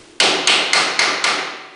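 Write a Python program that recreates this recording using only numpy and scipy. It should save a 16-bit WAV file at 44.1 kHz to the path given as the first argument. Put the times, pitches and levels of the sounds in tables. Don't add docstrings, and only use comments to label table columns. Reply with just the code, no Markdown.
import sys
import numpy as np
from scipy import signal
from scipy.fft import rfft, irfft
from scipy.io import wavfile
from scipy.ndimage import uniform_filter1d

SR = 44100
rng = np.random.default_rng(int(sys.argv[2]) if len(sys.argv) > 2 else 0)


def digitize_waveform(pressure):
    field = np.atleast_2d(pressure).T
    bounded = np.clip(field, -1, 1)
    quanta = np.round(bounded * 32767).astype(np.int16)
    wavfile.write(sys.argv[1], SR, quanta)


N = 77175
T = np.arange(N) / SR
HZ = np.maximum(np.fft.rfftfreq(N, 1 / SR), 1)
CUTOFF_HZ = 10150


def from_db(db):
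    return 10 ** (np.asarray(db) / 20)


def at_hz(points, hz):
    freqs, values = np.transpose(points)
    return np.interp(np.log(hz), np.log(freqs), values)


def decay(t60):
    return np.exp(-np.log(1000) * T / t60)


def rise(seconds):
    return 1 - np.exp(-T / seconds)


def noise_spectrum(points):
    gain = from_db(at_hz(points, HZ)) * (HZ < CUTOFF_HZ)
    return rfft(rng.standard_normal(N)) * gain / np.sqrt(np.mean(gain ** 2))


# frequency in Hz, relative level in dB.
ROOM_TONE = [(25, -22), (65, -20), (100, -10.5), (170, -13), (340, 5.5), (600, -6.5), (2000, -12),
             (5000, -22), (10000, -23.5)]
# frequency in Hz, relative level in dB.
EARLIER_RING = [(100, -5), (250, -5), (350, 8.5), (550, -7.5), (1500, -10.5), (3000, -8), (6000, -13),
                (10000, -17.5)]


def garage():
    tail = from_db(-43) * irfft(noise_spectrum(EARLIER_RING), N) * decay(t60=1.63)
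    room = from_db(-50) * irfft(noise_spectrum(ROOM_TONE), N)
    return tail + room


# start in seconds, hit gain in dB, ring gain in dB,
# then the colour in dB of each of the seven seating zones.
HAMMER_BLOWS = [(0.2007, 0, 2, 4, -3, -4, 4, -1, -1, 3.5), (0.4727, -2, 1, 0.5, -1, -2, 8, 3, -3, 8.5),
                (0.7322, -1.5, 2, -1.5, 1.5, 1.5, -1.5, 5, -1.5, 4.5),
                (0.9914, 0, 1.5, -2, 1, 3, -3.5, 4.5, -2, -2.5),
                (1.2403, -1, 0.5, -2.5, 2, 2, -1, -0.5, -3.5, 2)]


def hammering():
    out = np.zeros(N)
    common_spectrum = noise_spectrum(WASH_COLOUR)
    for start_s, hit_db, ring_db, *colour_db in HAMMER_BLOWS:
        hit = from_db(hit_db) * (crack(colour_db) + punch_clang(colour_db))
        ring = from_db(ring_db) * (frame_ring(colour_db) + wash(common_spectrum, colour_db))
        blow = (hit + ring) * rise(seconds=0.00048)
        start = int(start_s * SR)
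        out[start:] += blow[:N - start]
    return out


# centre in Hz, width in octaves.
SEATING_ZONES = [(330, 1.12), (1250, 0.23), (2100, 0.16), (3000, 0.33), (4250, 0.023), (6300, 0.74),
                 (8150, 0.14)]


def seating(colour_db, hz):
    bumps_db = (db * np.exp(-.5 * (np.log2(hz / centre) / width) ** 2)
                for db, (centre, width) in zip(colour_db, SEATING_ZONES))
    return from_db(sum(bumps_db))


# frequency in Hz, relative level in dB.
CRACK_COLOUR = [(40, -32.5), (150, -26), (330, -6.5), (550, -16), (800, -8), (1700, 0), (2200, -6.5),
                (4400, 2.5), (6500, -3.5), (10000, -10.5)]


def crack(colour_db):
    burst = irfft(noise_spectrum(CRACK_COLOUR) * seating(colour_db, HZ), N)
    return from_db(-5.5) * burst * decay(t60=0.042)


def modes(table, colour_db, build_cycles, waver_depth=0):
    out = np.zeros(N)
    for hz, db, t60 in table:
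        gain = from_db(db + 2 * rng.standard_normal()) * seating(colour_db, hz)
        swing = 1 + waver_depth * waver() if waver_depth else 1
        tone = np.real(swing * np.exp(2j * np.pi * (hz * T + rng.random())))
        out += gain * tone * rise(build_cycles / hz) * decay(t60)
    return out


# pitch in Hz, relative level in dB, t60 in seconds.
PUNCH_MODES = [(1446, -17.5, 0.1), (2075, -9, 0.047), (2154, -14, 0.1), (2820, -20.5, 0.11),
               (3030, -19, 0.18), (4155, -15.5, 0.081), (4530, -13.5, 0.07), (6430, -12.5, 0.034),
               (6486, -7.5, 0.023), (7740, -30, 0.02)]


def punch_clang(colour_db):
    return modes(PUNCH_MODES, colour_db, build_cycles=0.39)


# frequency in Hz, relative level in dB.
WASH_COLOUR = [(40, -26.5), (110, -29.5), (152, -6.5), (200, -12.5), (300, -3), (400, -2.5), (500, -2.5),
               (650, -2), (800, -0.5), (950, -3.5), (1250, 0.5), (1650, -3.5), (2100, -1), (2600, -2),
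               (3600, -3.5), (4400, -1.5), (5400, -4.5), (7000, -12), (10000, -15.5)]
# frequency in Hz, rise time in seconds.
WASH_RISE = [(200, 0.041), (700, 0.0064), (2500, 0.0036), (8000, 0.016)]
# frequency in Hz, t60 in seconds.
WASH_DECAY = [(100, 0.85), (350, 1.22), (1000, 1.082), (2200, 1.07), (4500, 0.88), (9000, 0.53)]
WASH_SHARED = 0.79
WALL_DELAY_S, WALL_SHARE = 0.025, 0.17


def wash(common_spectrum, colour_db):
    spectrum = np.sqrt(WASH_SHARED) * common_spectrum
    spectrum += np.sqrt(1 - WASH_SHARED) * noise_spectrum(WASH_COLOUR)
    spectrum *= seating(colour_db, HZ)
    edges_hz = np.geomspace(20, 11000, 15)
    out = np.zeros(N)
    for low, high in zip(edges_hz, edges_hz[1:]):
        hz = np.sqrt(low * high)
        band = irfft(spectrum * ((HZ >= low) & (HZ < high)), N)
        out += band * rise(at_hz(WASH_RISE, hz)) * decay(at_hz(WASH_DECAY, hz))
    wall_gain = 1 - WALL_SHARE * (T < WALL_DELAY_S)
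    return from_db(-12.5) * out * wall_gain


FRAME_PITCHES = [293, 350, 381, 564, 760, 1183, 1276, 2014, 2088, 2159, 2200, 2830, 3063, 3205, 3451, 3800,
                 4151, 4261]
FRAME_LEVELS = [-35.5, -37, -28, -38, -29, -31.5, -40.5, -36, -27, -33, -38, -34, -30.5, -40, -33, -39.5,
                -33, -36.5]


def frame_ring(colour_db):
    table = zip(FRAME_PITCHES, FRAME_LEVELS, at_hz(WASH_DECAY, FRAME_PITCHES))
    return modes(table, colour_db, build_cycles=42, waver_depth=0.4)


def waver(per_s=16.5):
    width = int(SR / per_s)
    slow = uniform_filter1d(rng.standard_normal((2, N)), width, mode="wrap")
    slow = uniform_filter1d(slow, width // 2, mode="wrap")
    return (slow[0] + 1j * slow[1]) / np.sqrt(2 * np.mean(slow ** 2))


def smooth(x, seconds):
    pole = np.exp(-1 / (seconds * SR))
    return signal.lfilter([1 - pole], [1, -pole], x)


LIMIT_DB, LIMIT_SHARE, RELEASE_DB_PER_S = -12.5, 0.35, 60


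def gain_control(x):
    level_db = 10 * np.log10(smooth(x ** 2, seconds=0.006) + 1e-12)
    cut_db = LIMIT_SHARE * np.maximum(level_db - LIMIT_DB, 0)
    release_db = RELEASE_DB_PER_S * T
    held_db = np.maximum.accumulate(cut_db + release_db, axis=-1) - release_db
    return x * from_db(-smooth(held_db, seconds=0.005))


def scene():
    return (hammering() + garage())[None]


def record(dry):
    ducked = gain_control(dry)
    rounded = ducked / (1 + (ducked / 0.9) ** 4) ** .25
    return irfft(rfft(rounded) / np.sqrt(1 + (HZ / CUTOFF_HZ) ** 160), N)


dry = scene()
out = record(dry)
digitize_waveform(out)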